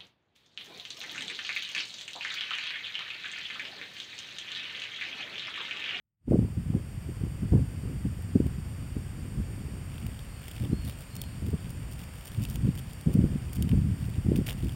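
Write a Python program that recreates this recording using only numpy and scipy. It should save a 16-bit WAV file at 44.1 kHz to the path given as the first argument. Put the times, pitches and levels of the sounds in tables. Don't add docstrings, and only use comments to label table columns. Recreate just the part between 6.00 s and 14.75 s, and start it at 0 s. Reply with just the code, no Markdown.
import sys
import numpy as np
from scipy import signal
from scipy.fft import rfft, irfft, next_fast_len
from scipy.io import wavfile
from scipy.ndimage import uniform_filter1d, map_coordinates

SR = 44100
rng = np.random.default_rng(int(sys.argv[2]) if len(sys.argv) > 2 else 0)


def generate_wav(sig):
    pcm = np.round(np.clip(np.atleast_2d(sig).T, -1, 1) * 32767).astype(np.int16)
    wavfile.write(sys.argv[1], SR, pcm)


N = 385875

# start in seconds, crack in dB, bark ring in dB.
CLAW_SNAPS = [(2.2214, -40, -62), (2.4664, -38, -60), (3.9804, -44, -48), (4.0651, -33, -46.5),
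              (4.1916, -37, -47.5), (4.4814, -29.5, -41.5), (4.513, -33, -46), (4.5654, -42, -46),
              (4.5798, -47, -43.5), (4.6216, -47, -50), (4.6468, -48, -48), (4.8489, -34, -54),
              (4.896, -31.5, -43), (5.1533, -30, -57), (5.1647, -28.5, -54), (5.216, -21, -55),
              (5.2374, -36, -45.5), (5.4648, -36, -51), (6.346, -41, -45), (6.4364, -30, -52),
              (6.4508, -29, -41.5), (6.4988, -28.5, -61), (6.5567, -26.5, -45.5), (6.9323, -34.5, -62),
              (7.0105, -35.5, -66), (7.5314, -29, -58), (7.5567, -31, -59), (7.6237, -23, -46),
              (7.6915, -33, -41.5), (7.7149, -45, -43.5), (8.042, -46, -48.5), (8.3584, -33.5, -43),
              (8.469, -30, -54), (8.4869, -32, -35.5), (8.6927, -38, -44)]
# start and length in seconds, fine scratch in dB, crunch in dB.
LEG_DRAGS = [(3.98, 0.27, -68, -67), (4.416, 0.24, -58.5, -59.5), (4.858, 0.055, -51, -54.5),
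             (4.99, 0.03, -53, -59), (5.477, 0.035, -59, -69), (5.693, 0.018, -54, -65),
             (5.915, 0.02, -53, -67), (5.985, 0.053, -56, -58.5), (6.14, 0.26, -59.5, -64.5),
             (6.255, 0.02, -48, -65), (6.42, 0.016, -47.5, -55), (6.487, 0.063, -52.5, -58.5),
             (6.755, 0.036, -50, -55), (7.13, 0.01, -49, -60), (7.53, 0.039, -52.5, -60),
             (7.99, 0.11, -60, -66), (8.362, 0.0089, -46, -55), (8.469, 0.024, -42, -43),
             (8.499, 0.02, -44, -42.5), (8.58, 0.15, -58, -59.5)]
# time in seconds, rumble in dB.
BREEZE_LEVELS = [(0.3, -34), (0.9, -38.5), (1.3, -35.5), (2.1, -34.5), (2.8, -36), (3.5, -37.5), (4.0, -38),
                 (4.5, -42.5), (4.8, -33.5), (5.05, -45), (5.2, -39), (5.85, -36.5), (6.25, -44.5),
                 (6.6, -31), (7.0, -42.5), (7.3, -35), (8.75, -34.5)]
# start and length in seconds, rumble in dB, flutter in dB compared with that rumble.
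WIND_GUSTS = [(0.281, 0.068, -24, 2.5), (0.376, 0.074, -25.5, -9), (0.575, 0.013, -23.5, -19),
              (0.662, 0.038, -30.5, -21), (0.733, 0.046, -30, -4.5), (1.082, 0.02, -34.5, -5),
              (1.207, 0.06, -32.5, -11), (1.418, 0.04, -30, -10.5), (1.523, 0.038, -16, -8),
              (1.57, 0.062, -23.5, -19), (1.835, 0.12, -33, -10), (2.053, 0.013, -22.5, -15.5),
              (2.356, 0.005, -20, -9), (2.404, 0.068, -26.5, -11.5), (2.965, 0.0098, -33, -5),
              (3.15, 0.66, -42.5, -6), (3.379, 0.033, -25.5, -15), (4.033, 0.058, -33.5, -16.5),
              (4.611, 0.051, -29, -10), (4.7, 0.035, -28, -10), (4.843, 0.046, -32.5, -28),
              (5.17, 0.041, -35.5, -14), (5.424, 0.075, -29.5, -12), (5.533, 0.0075, -26, -6.5),
              (6.377, 0.057, -27, -22), (6.487, 0.03, -37.5, -25), (6.637, 0.05, -22.5, -17),
              (7.063, 0.048, -28.5, -4), (7.147, 0.11, -23.5, -10.5), (7.302, 0.045, -29.5, -15),
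              (7.574, 0.09, -26, -13.5), (7.709, 0.082, -21.5, -14.5), (7.818, 0.11, -25, -24),
              (8.024, 0.076, -30.5, -23), (8.181, 0.014, -25, -13), (8.251, 0.16, -26, -8),
              (8.631, 0.047, -28, -10)]
# time in seconds, level in dB, pitch in Hz.
AIR_SWIRLS = [(0.313, -13, 264), (0.321, -13.5, 450), (0.331, -16, 597), (0.345, -10.5, 206),
              (0.358, -17, 400), (0.392, -8.5, 190), (0.704, -16.5, 138), (0.752, -14.5, 162),
              (0.977, -23.5, 112), (1.238, -20.5, 182), (1.432, -18.5, 197), (1.533, -12, 142),
              (1.546, -14, 136), (2.357, -10, 255), (2.362, -8, 255), (2.404, -12, 240),
              (2.586, -21.5, 160), (2.968, -25, 243), (4.733, -14.5, 192), (5.544, -14.5, 130),
              (6.389, -15.5, 151), (6.648, -13.5, 170), (6.691, -9.5, 137), (7.073, -10, 142),
              (7.155, -9.5, 194), (7.192, -8.5, 165), (7.242, -11.5, 188), (7.359, -14, 185),
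              (7.673, -15, 165), (7.733, -12.5, 180), (7.792, -15, 139), (8.288, -10, 166),
              (8.319, -11, 284), (8.389, -12, 176)]
# time in seconds, hiss in dB, insect chorus in dB.
FOREST_LEVELS = [(.3, -57.5, -65), (1.2, -55, -62.5), (4, -54, -61), (8.75, -54, -61.5)]
# pitch in Hz, pitch waver in Hz, level in dB.
INSECT_VOICES = [(4640, 13, -8), (7130, 25, -14), (7560, 25, -17), (8053, 30, -17), (8440, 40, -6),
                 (8930, 45, -7.5), (9362, 30, -16), (9470, 30, -15), (11580, 50, -17), (13620, 70, -24)]
# start in seconds, level in dB.
BIRD_CALLS = [(4.23, -63), (4.665, -55.5), (5.055, -56)]
# frequency in Hz, level in dB.
CLAW_TONE = [(1500, -21), (3000, 3.5), (5000, 5.5), (7000, 5), (9000, 9.5), (11500, 4.5), (15500, 7)]
BARK_TONE = [(500, 7), (1200, -4.5), (2000, 2), (2900, 8.5), (3600, 5), (5000, -6), (8000, -31),
             (12000, -58)]
RUMBLE_TONE = [(15, -21), (30, -10.5), (55, 2.5), (90, 2), (140, -1), (200, -8.5), (280, -17), (400, -49.5),
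               (700, -69), (2000, -120)]
FLUTTER_TONE = [(120, -30), (220, -2.5), (300, 3), (400, -5), (490, -10.5), (590, -19), (750, -23.5),
                (1000, -34), (1600, -43), (3000, -120)]
HISS_TONE = [(100, -36), (500, 4), (900, 0), (2000, -1), (2900, -2), (3700, -9), (5500, -8.5), (9000, -26),
             (11000, -12), (16000, -18)]
CHORUS_TONE = [(5500, -55), (6600, -6.5), (7300, -0.5), (8200, 2.5), (9300, 0), (9900, -11), (10800, -37)]
# centre in Hz, width in Hz.
CAMERA_NOTCHES = [(4050, 430), (6260, 590), (7810, 690), (10160, 580)]


def claw_ticks(claw_db=-6, bark_db=5, rise_s=0.0008, crack_s=0.009, crumble_s=0.03, crumble_db=-22):
    claw, bark, t = np.zeros(N), np.zeros(N), np.arange(SR // 16) / SR
    decay = amp(-60 * t / crack_s) + amp(crumble_db - 60 * t / crumble_s)
    shape = (1 - np.exp(-(t / rise_s) ** 2)) * decay
    shape /= shape.max()
    for start, crack_db, ring_db in CLAW_SNAPS:
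        add(claw, start, amp(crack_db + claw_db) * shape * rng.standard_normal(len(t)))
        add(bark, start, amp(ring_db + bark_db) * shape * rng.standard_normal(len(t)))
    return coloured(claw, CLAW_TONE) + coloured(bark, BARK_TONE)


def leg_scrapes(level_db=2, scuffle_start_s=3.9, slips_per_s=420, slip_decay_s=0.0015, spread_db=4.5):
    scuffle = (np.arange(N) / SR > scuffle_start_s) * amp(3 * wobble(30))
    edges = dict(rise_s=0.004, fall_s=0.011)
    scratch_power = swells([(s, length, db) for s, length, db, _ in LEG_DRAGS], **edges)
    crunch_power = swells([(s, length, db) for s, length, _, db in LEG_DRAGS], **edges)
    slips = (rng.random(N) < slips_per_s / SR) * amp(spread_db * np.clip(rng.standard_normal(N), -2, 2))
    slip_shape = np.exp(-np.arange(SR // 50) / SR / slip_decay_s)
    grain = steadied(signal.fftconvolve(slips, slip_shape)[:N], samples=1400)
    scratch = np.sqrt(scratch_power + (scuffle * amp(-68.5)) ** 2) * noise(CLAW_TONE)
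    crunch = np.sqrt(crunch_power + (scuffle * amp(-65.5)) ** 2) * noise(BARK_TONE)
    return amp(level_db) * grain * (scratch + crunch)


def wind(rumble_db=-0.5, gust_db=-1, flutter_db=-3, roll_db=1, lumps_db=6.5, gust_cut_hz=65.4):
    breeze_db, = curves(BREEZE_LEVELS)
    edges = dict(rise_s=0.0051, fall_s=0.015)
    gust_power = swells([(s, length, db) for s, length, db, _ in WIND_GUSTS], **edges)
    flutter_power = swells([(s, length, db + extra) for s, length, db, extra in WIND_GUSTS], **edges)
    flutter_power += amp(breeze_db - 15.5) ** 2
    roll = amp(roll_db * wobble(22))
    lumps = amp(lumps_db * wobble(130))
    rumble = steadied(noise(RUMBLE_TONE) * roll, samples=4400)
    flutter = steadied(noise(FLUTTER_TONE) * roll * lumps, samples=1800)
    gust = filtered(noise(RUMBLE_TONE), lambda hz: hz ** 4 / (hz ** 4 + gust_cut_hz ** 4))
    return (amp(breeze_db + rumble_db) * rumble
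            + amp(gust_db) * np.sqrt(gust_power) * steadied(gust, samples=1000)
            + amp(flutter_db) * np.sqrt(flutter_power) * flutter)


def wind_puffs(width_cycles=0.33, edge_db=-12, edge_ratio=1.6, low_hz=65, high_hz=720):
    puffs, t = np.zeros(N), np.arange(-SR // 25, SR // 25) / SR

    def swing(hz):
        wave = np.sin(2 * np.pi * hz * t + rng.uniform(0, 2 * np.pi))
        return wave / np.cosh(np.clip(t * hz / width_cycles, -20, 20))

    for time, db, hz in AIR_SWIRLS:
        add(puffs, time + t[0], amp(db) * (swing(hz) + amp(edge_db) * swing(hz * edge_ratio)))
    return filtered(puffs, lambda hz: hz ** 2 / (hz ** 2 + low_hz ** 2) / (1 + (hz / high_hz) ** 8))


def forest(band_db=2, waver_db=1.75):
    hiss_db, chorus_db = curves(FOREST_LEVELS)
    chorus = amp(band_db) * noise(CHORUS_TONE)
    for pitch_hz, waver_hz, db in INSECT_VOICES:
        hz = pitch_hz + waver_hz * (0.5 * wobble(20) + wobble(250))
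        song = unit(np.sin(2 * np.pi * np.cumsum(hz) / SR))
        chorus += amp(db + waver_db * wobble(45)) * song
    return amp(hiss_db) * noise(HISS_TONE) + amp(chorus_db) * chorus


def bird(length_s=0.27, top_hz=4350, arch_hz=540, echo_db=-3, echo_decay_s=0.96):
    whistles, count = np.zeros(N), round(length_s * SR)
    droop = np.linspace(-1, 1, count) ** 2
    for start, db in BIRD_CALLS:
        hz = top_hz - arch_hz * droop + 22 * wobble(140)[:count]
        level = amp(db - 4 * droop + 1.5 * wobble(60)[:count]) * np.sqrt(1 - droop)
        add(whistles, start, level * np.sin(2 * np.pi * np.cumsum(hz) / SR))
    t = np.arange(SR // 2) / SR
    trees = rng.standard_normal(len(t)) * amp(-60 * t / echo_decay_s)
    echo = signal.fftconvolve(whistles, trees / np.linalg.norm(trees))[:N]
    return whistles + amp(echo_db) * echo


def camera_whine(level_db=-81, pitch_hz=15735):
    return amp(level_db) * np.sin(2 * np.pi * pitch_hz * np.arange(N) / SR)


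def amp(db):
    return 10 ** (np.asarray(db) / 20)


def unit(x):
    return x / np.sqrt(np.mean(x ** 2) + 1e-20)


def curves(rows):
    times, *columns = np.transpose(rows)
    return [np.interp(np.arange(N) / SR, times, column) for column in columns]


def swells(rows, rise_s, fall_s):
    power, t = np.zeros(N), np.arange(-SR // 10, SR) / SR
    for start, length, db in rows:
        shape = np.exp(np.minimum(t, 0) / rise_s - np.maximum(t - length, 0) / fall_s)
        add(power, start + t[0], (amp(db) * shape) ** 2)
    return power


def wobble(rate):
    return map_coordinates(rng.standard_normal(int(N * rate / SR) + 4), [np.arange(N) * rate / SR])


def filtered(x, response):
    size = next_fast_len(N + SR // 2)
    return irfft(rfft(x, size) * response(np.fft.rfftfreq(size, 1 / SR)), size)[:N]


def coloured(x, tone):
    points_hz, db = np.transpose(tone)
    return filtered(x, lambda hz: unit(amp(np.interp(np.log(hz + 1), np.log(points_hz), db))))


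def noise(tone):
    return unit(coloured(rng.standard_normal(N), tone))


def steadied(x, samples):
    power = uniform_filter1d(uniform_filter1d(x * x, samples), samples)
    return x / np.sqrt(np.abs(power) + 1e-9)


def add(track, start_s, sound):
    part = track[max(round(start_s * SR), 0):][:len(sound)]
    part += sound[:len(part)]


def scene():
    air = wind() + wind_puffs()
    beetles = claw_ticks() + leg_scrapes()
    return (air + beetles + forest() + bird() + camera_whine())[None]


def record(dry, fade_end_s=0.305, fade_db_per_s=410, notch_depth=0.8, top_hz=15950):
    fade = amp(np.clip((np.arange(N) / SR - fade_end_s) * fade_db_per_s, -52, 0))

    def camera(hz):
        dips = [1 - notch_depth * 1j * hz * width / (centre ** 2 - hz ** 2 + 1j * hz * width)
                for centre, width in CAMERA_NOTCHES]
        return np.prod(dips, axis=0) * (hz < top_hz)

    return filtered(fade * dry[0], camera)[None]


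dry = scene()
out = record(dry)
generate_wav(out)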